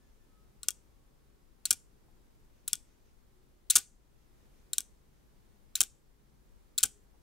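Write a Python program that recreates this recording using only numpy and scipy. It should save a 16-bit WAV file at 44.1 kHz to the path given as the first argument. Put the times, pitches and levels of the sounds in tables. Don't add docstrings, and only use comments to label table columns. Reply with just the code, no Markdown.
import sys
import numpy as np
from scipy import signal
from scipy.fft import rfft, irfft, next_fast_len
from scipy.io import wavfile
from scipy.ndimage import uniform_filter1d, map_coordinates

SR = 44100
rng = np.random.default_rng(int(sys.argv[2]) if len(sys.argv) > 2 else 0)


def dump_mix(stems):
    frames = np.atleast_2d(stems).T
    limited = np.clip(frames, -1, 1)
    pcm = np.round(limited * 32767).astype(np.int16)
    wavfile.write(sys.argv[1], SR, pcm)


def linear_from_db(decibels):
    return 10 ** (np.asarray(decibels, float) / 20)


N = 318402


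def along(points, hz):
    f, v = np.transpose(points)
    return np.interp(np.log(hz + 1), np.log(f + 1), v)


def level_at(points):
    return lambda hz: linear_from_db(along(points, hz))


def unit(x):
    return x / np.sqrt(np.mean(x ** 2) + 1e-20)


def wander(count, place):
    return map_coordinates(rng.standard_normal(count), [place])


def filtered(x, response):
    m = next_fast_len(x.shape[-1] + 8192)
    return irfft(rfft(x, m) * response(np.fft.rfftfreq(m, 1 / SR)), m)[..., :x.shape[-1]]


def pair(noise, alike, gain):
    def turn(hz):
        return np.arccos(np.clip(along(alike, hz), -1, 1)) / 2

    mid, side = filtered(noise, lambda hz: gain(hz) * [np.cos(turn(hz)), np.sin(turn(hz))])
    return np.array([mid + side, mid - side])


def noise_pair(length, alike, colour):
    return pair(rng.standard_normal((2, length)), alike, level_at(colour))


def add(track, s, sound, db, pan_db):
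    track[:, round(s * SR):][:, :sound.shape[1]] += sound * linear_from_db([[db + pan_db / 2], [db - pan_db / 2]])


def ring(modes, scatter_db, detune, apart, attack, extra_db=0):
    hz, level_db, t60 = np.transpose(modes)[:, :, None]
    t = np.arange(int(SR * min(t60.max() * 1.5, 1 / 8))) / SR
    strength, mistuning, start_phase, port_skew = rng.standard_normal((4, len(modes), 1))
    decay = linear_from_db(level_db + extra_db + scatter_db * strength - 60 * t / t60)
    size = decay * (1 - np.exp(-t / attack))
    phase = 2 * np.pi * hz * (1 + detune * mistuning) * t + 2 * start_phase
    skew = apart * port_skew * hz / 8000
    left = (size * np.sin(phase + skew)).sum(0)
    right = (size * np.sin(phase - skew)).sum(0)
    return np.array([left, right])


# hz, level_db [dB per Hz]
DENSE_MODES = [(1200, -37), (2000, -25.5), (2500, -18), (3300, -5.5), (4600, -10.5), (6000, -4.5),
               (8000, 0.5), (11000, -3.5), (13500, -12), (15500, -6), (17000, -30.5)]


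def chatter(t60, alike):
    t = np.arange(SR // 8) / SR
    hiss = unit(noise_pair(len(t), [(3000, 1.0), (12000, alike)], DENSE_MODES))
    return hiss * linear_from_db(-60 * t / t60) * (1 - np.exp(-t / 0.000067))


# start_s, level_db (peak), flight_ms (first bounce), bounce_loss_db
LANDINGS = [(0.6854, -6, 20.8, -16), (1.7076, -6, 20.9, -17), (1.7083, -5, 20.2, -17),
            (1.7119, -6, 21.2, -15), (2.7319, -6, 22.7, -21), (3.7549, -8, 25.3, -15),
            (3.7557, -14, 22.5, -16), (3.7574, -7, 24.9, -16), (3.7586, -8, 23.7, -19),
            (3.7596, -5, 24, -22), (3.762, -6, 24.8, -17), (3.7634, -10, 21, -18), (3.7659, -9, 23, -20),
            (3.7688, -8, 23, -22), (4.7827, -6, 22.9, -16), (5.8058, -7, 24.2, -16),
            (5.8071, -4, 24.1, -23), (5.8145, -6, 21.7, -16), (6.8309, -8, 23.2, -18),
            (6.8346, -6, 20.5, -18), (6.8368, -5, 21.8, -20), (6.8388, -13, 17.6, -15),
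            (6.8403, -18, 20, -14)]
# mode_hz, level_db, t60_s
DISC_MODES = [(2370, -14, 0.039), (2864, -13.5, 0.035), (3258, -5.5, 0.039), (3600, -7.5, .025),
              (4690, -19, 0.047), (5820, -7.5, 0.033), (6559, -9, 0.018), (7257, -9.5, 0.019),
              (7930, -1.5, .027), (8230, -4, 0.012), (9200, -10, 0.014), (9300, -15, 0.018),
              (11500, -11, 0.013), (13400, -17.5, 0.038), (15200, -21, .02)]
# mode_hz, level_db, t60_s
BOARD_MODES = [(1164, -7.5, 0.046), (1240, -10.5, 0.034), (1398, -1.5, 0.035), (1473, 1.5, 0.045),
               (1735, -2, 0.027)]
# hz, level_db
SNAP_SPECTRUM = [(1000, -51), (2100, -35), (3300, -10.5), (4600, -9.5), (6200, 1), (8000, 0.5), (9500, 0),
                 (11500, -6), (13500, -20), (16000, -16), (18000, -42.5)]
GRAZE_MS, GRAZE_DB = 2.6, -38
REBOUND_MS, REBOUND_DB = 3.2, -14
SECOND_FLIGHT, SECOND_LOSS_DB = .48, -17
LEAN_DB, LEAN_SCATTER_DB = 1.64, 3.04
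RING_DB, RING_PER_DOUBLING_DB = -1.5, 1.76
BOARD_DB, BOARD_PER_DOUBLING_DB = -5, 3


def landings():
    out, span, times = np.zeros((2, N + SR)), SR // 2000, np.transpose(LANDINGS)[0]
    pulse = -1.0 * (np.arange(2 * span + 1) == span)
    blow = filtered(pulse, level_at(SNAP_SPECTRUM))
    snap = np.tile(blow * np.hanning(2 * span + 1), (2, 1))
    for s, db, flight_ms, loss_db in LANDINGS:
        doublings = np.log2(np.sum(np.abs(times - s) < 1 / 10))
        ring_db = RING_DB + RING_PER_DOUBLING_DB * doublings
        board_db = BOARD_DB + BOARD_PER_DOUBLING_DB * doublings
        pan_db = LEAN_DB + LEAN_SCATTER_DB * rng.standard_normal()
        second_ms = flight_ms * (1 + SECOND_FLIGHT)
        blow_and_rebound = [(0, 0), (REBOUND_MS, REBOUND_DB)]
        graze_and_bounces = [(-GRAZE_MS, GRAZE_DB), (flight_ms, loss_db),
                             (second_ms, loss_db + SECOND_LOSS_DB)]
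        for contacts in (blow_and_rebound, graze_and_bounces):
            disc = linear_from_db(-23.0) * ring(DISC_MODES, scatter_db=4, detune=0.028, apart=0.12, attack=0.0001)
            blur = linear_from_db(-11) * chatter(t60=0.008, alike=0.99) + linear_from_db(-28.5) * chatter(t60=.04, alike=.5)
            board = linear_from_db(-33) * ring(BOARD_MODES, scatter_db=2, detune=0.037, apart=.15, attack=0.0011)
            for ms, step_db in contacts:
                contact_s = s + ms / 1000
                add(out, contact_s - span / SR, snap, db + step_db + 13.0, 0.55 * (pan_db - 3.5))
                for part in (linear_from_db(ring_db) * disc, linear_from_db(ring_db) * blur, linear_from_db(board_db) * board):
                    add(out, contact_s + .0001, part, db + step_db, 0.65 * (pan_db - 1.5))
    return out[:, :N]


# start_s, level_db (peak), frame_mode_hz,
# frame_mode_db
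KICKS = [(0.6322, -28, 4060, 2.5), (0.6326, -30.5, 3820, 3), (1.655, -12, 4340, 0),
         (1.6579, -17.5, 4230, 6), (2.679, -18.5, 3820, 2), (2.682, -23, 3660, -3),
         (3.7002, -22, 4020, 12.5), (3.7023, -12, 3924, -1), (3.7034, -18.5, 4015, -1.5),
         (3.7046, -22, 3890, -2), (3.707, -7.5, 3884, 0), (3.71, -13.5, 4030, 1), (3.711, -19, 4238, -1),
         (3.713, -23.5, 4300, -2), (4.733, -15.5, 3970, 5.5), (5.7549, -16, 3920, 2.5),
         (5.7564, -18, 3970, 4.5), (5.7761, -31, 3890, -1), (6.7795, -15.5, 3600, 7.5),
         (6.7842, -12, 4170, 5.5), (6.8067, -29, 3900, 4)]
# mode_hz, level_db, t60_s
CORE_MODES = [(3200, -20, 0.0072), (5100, -15, .02), (5400, -13, .022), (6100, -12, .035),
              (6200, -13.5, .025), (7270, -5, 0.025), (7950, -7.5, 0.035), (9300, 1.5, 0.012),
              (10000, -11.5, .025), (11200, -14.5, .024), (11300, -16, .024), (11250, -13, 0.023),
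              (13200, -19, .02), (14890, -10, .02), (15283, -4, 0.024)]
# landing_s, kick_top_modes_db, rattle_db, thump_db, thump_left_right_db
FLIPS = [
    (.686, -0.5, -58, -71, -4),
    (1.71, 1.5, -47.5, -57.5, 3),
    (2.733, 3, -50.5, -75, 4.5),
    (3.76, -1, -35, -55, 7.5),
    (4.783, 8.5, -51, -72, 2.5),
    (5.808, -1.5, -43, -55.5, 4.5),
    (6.834, 3, -42.5, -53.5, -0.5),
]
KICK_BOARD_DB, KICK_BOARD_GROWS = -43.5, 0.26


def kicks():
    out, hz = np.zeros((2, N + SR)), np.transpose(CORE_MODES)[0][:, None]
    for s, db, frame_hz, frame_db in KICKS:
        top_db = min(FLIPS, key=lambda flip: abs(flip[0] - s))[1]
        core = linear_from_db(-11.5) * ring(CORE_MODES, scatter_db=6.5, detune=0.0099, apart=0.3,
                                 attack=0.00023, extra_db=top_db * (hz > 12500))
        modes = [(frame_hz, 0, .012), (frame_hz * .94, -6, .02), (frame_hz * 1.05, -7, .02)]
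        frame = ring(modes, scatter_db=2.5, detune=0.0061, apart=0.36, attack=.0004)
        frame *= linear_from_db(frame_db - 12.5)
        blur = linear_from_db(-8.0) * chatter(t60=0.0091, alike=.5) + linear_from_db(-28.5) * chatter(t60=0.037, alike=0.34)
        board = ring(BOARD_MODES, scatter_db=2.0, detune=0.014, apart=.15, attack=0.0023)
        board *= linear_from_db(KICK_BOARD_DB + (KICK_BOARD_GROWS - 1) * db)
        for part in (core, frame, blur, board):
            add(out, s - .0006, part, db, .3)
    return out[:, :N]


# hz, level_db [dB per Hz]
PIVOT_SPECTRUM = [(1500, -18), (2500, -3), (4000, -3.5), (6000, -4.5), (9000, -7), (13000, -10.5),
                  (16000, -16)]


def rattle():
    out, t = np.zeros((2, N + SR)), np.arange(SR // 6) / SR
    for s, _, db, _, _ in FLIPS:
        grains = linear_from_db(3 * wander(300, t * 1500))
        hiss = noise_pair(len(t), [(3000, 0.83), (12000, .5)], PIVOT_SPECTRUM)
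        swing = linear_from_db(-60 * t / 0.18) + linear_from_db(1 - 60 * (t - .05) / 0.14) * (t > .05)
        add(out, s - .048, unit(hiss * grains) * swing, db, 0)
    return out[:, :N]


# hz, level_db [dB per Hz]
TABLE_SPECTRUM = [(30, -4.5), (75, 5), (150, -6.5), (300, -4.5), (500, -12), (800, -13), (1100, -26.5),
                  (2000, -59)]
# mode_hz, level_db, t60_s
TABLE_MODES = [(250, -3, .11), (330, -5, .1), (430, -3, .09), (600, -10, .07), (775, -7, .1), (805, -8, .1)]
SHAKE_DB, SHAKE_GROWS = 1.5, 0.38


def thumps():
    out, t = np.zeros((2, N + SR)), np.arange(SR // 8) / SR
    for s, _, _, db, pan_db in FLIPS:
        shake = unit(noise_pair(len(t), [(100, 0.074)], TABLE_SPECTRUM))
        shake *= linear_from_db(SHAKE_DB + SHAKE_GROWS * (db + 55) - 60 * t / 0.1) * (1 - np.exp(-t / 0.0079))
        shake += linear_from_db(1.5) * ring(TABLE_MODES, scatter_db=3.0, detune=0.007, apart=56, attack=0.008)
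        add(out, s, shake, db + 9, pan_db)
    return out[:, :N]


# start_s, level_db
SWAYS = [
    (1.709, -50),
    (3.762, -58.5),
    (6.835, -42),
]
# mode_hz, level_db, t60_s
SWAY_MODES = [(50, -2.5, .12), (83, 0, .1), (130, -10.5, .1)]


def table_sway():
    out = np.zeros((2, N + SR))
    for s, db in SWAYS:
        add(out, s, ring(SWAY_MODES, scatter_db=1, detune=.02, apart=40, attack=.006), db, 3)
    return out[:, :N]


# hz, t60_s
ROOM_DECAY = [(800, 0.31), (2000, .22), (4000, .27), (7000, .33), (10000, .27), (16000, .15)]
# hz, level_db
ROOM_TONE = [(800, -7), (2000, -0.5), (4000, -6), (5500, -4.5), (8000, -4), (11000, -5.5), (16000, -5.5)]
# hz, left_right_likeness [-1 to 1]
ROOM_ALIKE = [(1000, 1), (3000, .85), (7000, .4), (15000, .2)]


def room(x):
    out = np.zeros((2, N + 2 * SR))
    for start in range(SR // 4, N, SR):
        hz, t, z = signal.stft(rng.standard_normal((2, SR // 2)), SR, nperseg=256)
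        decay = linear_from_db(-60 * t / along(ROOM_DECAY, hz)[:, None])
        tail = signal.istft(z * decay, SR, nperseg=256)[1]
        tail = pair(tail, ROOM_ALIKE, level_at(ROOM_TONE))
        one_flip = x.mean(0)[None, start:start + SR]
        wet = signal.fftconvolve(one_flip, tail / np.linalg.norm(tail[0]), axes=1)
        add(out, start / SR + 0.0033, wet, 0, 1)
    return out[:, :N]


# hz, left_right_db
PORT_LEAN = [(2500, -0.5), (4500, 2.5), (7500, 4), (9000, 2.5), (11000, -0.5), (15000, 0.5)]
# hz, lead_rad
PORT_LEAD = [(2500, 0), (4500, 0), (6000, .6), (9000, .6), (11000, .9), (13000, .3), (15000, 1.4)]


def ports(x):
    side = np.array([[.5], [-.5]])
    return filtered(x, lambda hz: linear_from_db(side * along(PORT_LEAN, hz)) * np.exp(1j * side * along(PORT_LEAD, hz)))


# start_s, pitch_hz, level_db
KNOCKS = [
    (2.08, 850, -67),
    (7.06, 790, -70),
    (7.139, 930, -66),
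]


def knocks():
    out = np.zeros((2, N + SR))
    for s, hz, db in KNOCKS:
        modes = [(hz * .8, -3, .07), (hz * .9, -2, .07), (hz, 0, .07), (hz * 1.15, -3, .07)]
        add(out, s, ring(modes, scatter_db=1.5, detune=.04, apart=4, attack=.008), db + 3, 0)
    return out[:, :N]


# centre_s, length_s, level_db
RUSTLES = [
    (.1, .3, -83.5),
    (2.583, 0.11, -80),
    (2.911, .15, -78.5),
    (3.08, .1, -79),
    (4.201, .15, -83.5),
    (4.41, 0.11, -81.5),
    (4.59, 0.11, -80),
    (5.17, .1, -82),
    (7.132, .12, -100.5),
]
# hz, level_db [dB per Hz]
CLOTH_SPECTRUM = [(600, -20), (1200, -3), (2500, 2.5), (4500, -5), (6500, 4), (8000, -19), (10000, -40)]


def rustle():
    t = np.arange(N) / SR
    swell = sum(linear_from_db(db) * np.exp(-((t - s) / length * 2) ** 2) for s, length, db in RUSTLES)
    return swell * unit(noise_pair(N, [(1000, 0.23)], CLOTH_SPECTRUM))


# start_s, end_s, pitch_hz,
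# end_pitch_hz, level_db
SQUEALS = [
    (0, 0.13, 1760, 1675, -90),
    (0.19, 0.33, 1780, 1700, -92),
    (0.26, 0.605, 1280, 1268, -89),
    (0.821, 1.555, 1112, 1095, -95),
    (3.289, 3.686, 375, 357, -84),
    (6.882, 7.126, 418, 397.7, -82),
]
# pitch_hz, overtone_db
SQUEAL_OVERTONES = [(1300, -32.5), (1760, -10)]


def squeals():
    out = np.zeros((2, N + SR))
    for start, end, hz, end_hz, db in SQUEALS:
        u = np.linspace(0, 1, round((end - start) * SR))
        waver = linear_from_db(2.5 * wander(40, u * (end - start) * 14))
        phase = 2 * np.pi * np.cumsum(hz + (end_hz - hz) * u) / SR
        overtones = sum(np.sin(k * phase) for k in (2, 3, 4))
        tone = np.sin(phase) + linear_from_db(along(SQUEAL_OVERTONES, hz)) * overtones
        swell = (1 - np.exp(-u * 12)) * (1 - u) ** 0.73
        add(out, start, np.tile(tone * waver * swell, (2, 1)), db + 11.5, 1)
    return out[:, :N]


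def mains():
    t = np.arange(N) / SR
    sway = wander(40, t * 3)
    return linear_from_db(-72 + 1.5 * sway) * np.sin(2 * np.pi * 50 * t) * linear_from_db([[2.5], [-2.5]])


# hz, level_db [dB per Hz]
AIR_SPECTRUM = [(12, -32.5), (20, 4), (53, -5.5), (109, -13), (140, -9), (161, -17.5), (196, -12.5),
                (266, -16.5), (371, -16.5), (451, -19.5), (684, -26.5), (831, -25.5), (2600, -35),
                (17000, -40)]
# hz, left_right_likeness [-1 to 1]
AIR_ALIKE = [(60, 0.16), (240, 0.28), (950, -0.11), (3770, 0.25), (15000, -0.049)]
# hz, left_right_db
AIR_LEAN = [(40, 6), (110, -1.5), (250, 1), (700, 0.5), (4000, 0), (15000, 0.4)]
AIR_DB, AIR_DRIFT_DB = -63, 1.07


def air():
    hz, _, z = signal.stft(rng.standard_normal((2, N)), SR, nperseg=1024)
    field = uniform_filter1d(rng.standard_normal(z.shape[1:]), size=3, axis=0)
    patches = unit(uniform_filter1d(field, size=8, axis=1))
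    depth_db = along([(60, 0.81), (300, 0.2), (3000, .3)], hz)[:, None]
    noise = signal.istft(z * linear_from_db(depth_db * patches), nperseg=1024)[1][:, :N]
    hum = unit(pair(noise, AIR_ALIKE, level_at(AIR_SPECTRUM)))
    hum = filtered(hum, lambda f: linear_from_db(along(AIR_LEAN, f) / 2 * [[1], [-1]]))
    drift = wander(20, np.arange(N) / SR * 2)
    return hum * linear_from_db(AIR_DB + AIR_DRIFT_DB * drift)


def scene():
    low_cut_hz = 650
    clicks = kicks() + landings() + rattle()
    clicks = filtered(clicks, lambda hz: (1j * hz / (low_cut_hz + 1j * hz)) ** 2)
    board = ports(clicks) + linear_from_db(-27.5) * room(clicks) + thumps() + table_sway()
    return board + knocks() + air() + mains() + rustle() + squeals()


def band_limit(x):
    return signal.sosfilt(signal.butter(12, 17000, fs=SR, output="sos"), x)


# hz, level_db
MIC_TOP = [(15650, 0), (15900, -11), (16800, -16), (17050, -60)]


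def record(dry):
    heard = dry / (1 + np.abs(dry / .8) ** 5) ** (1 / 5)
    heard = filtered(heard, level_at(MIC_TOP))
    return band_limit(heard)


dry = scene()
out = record(dry)
dump_mix(out)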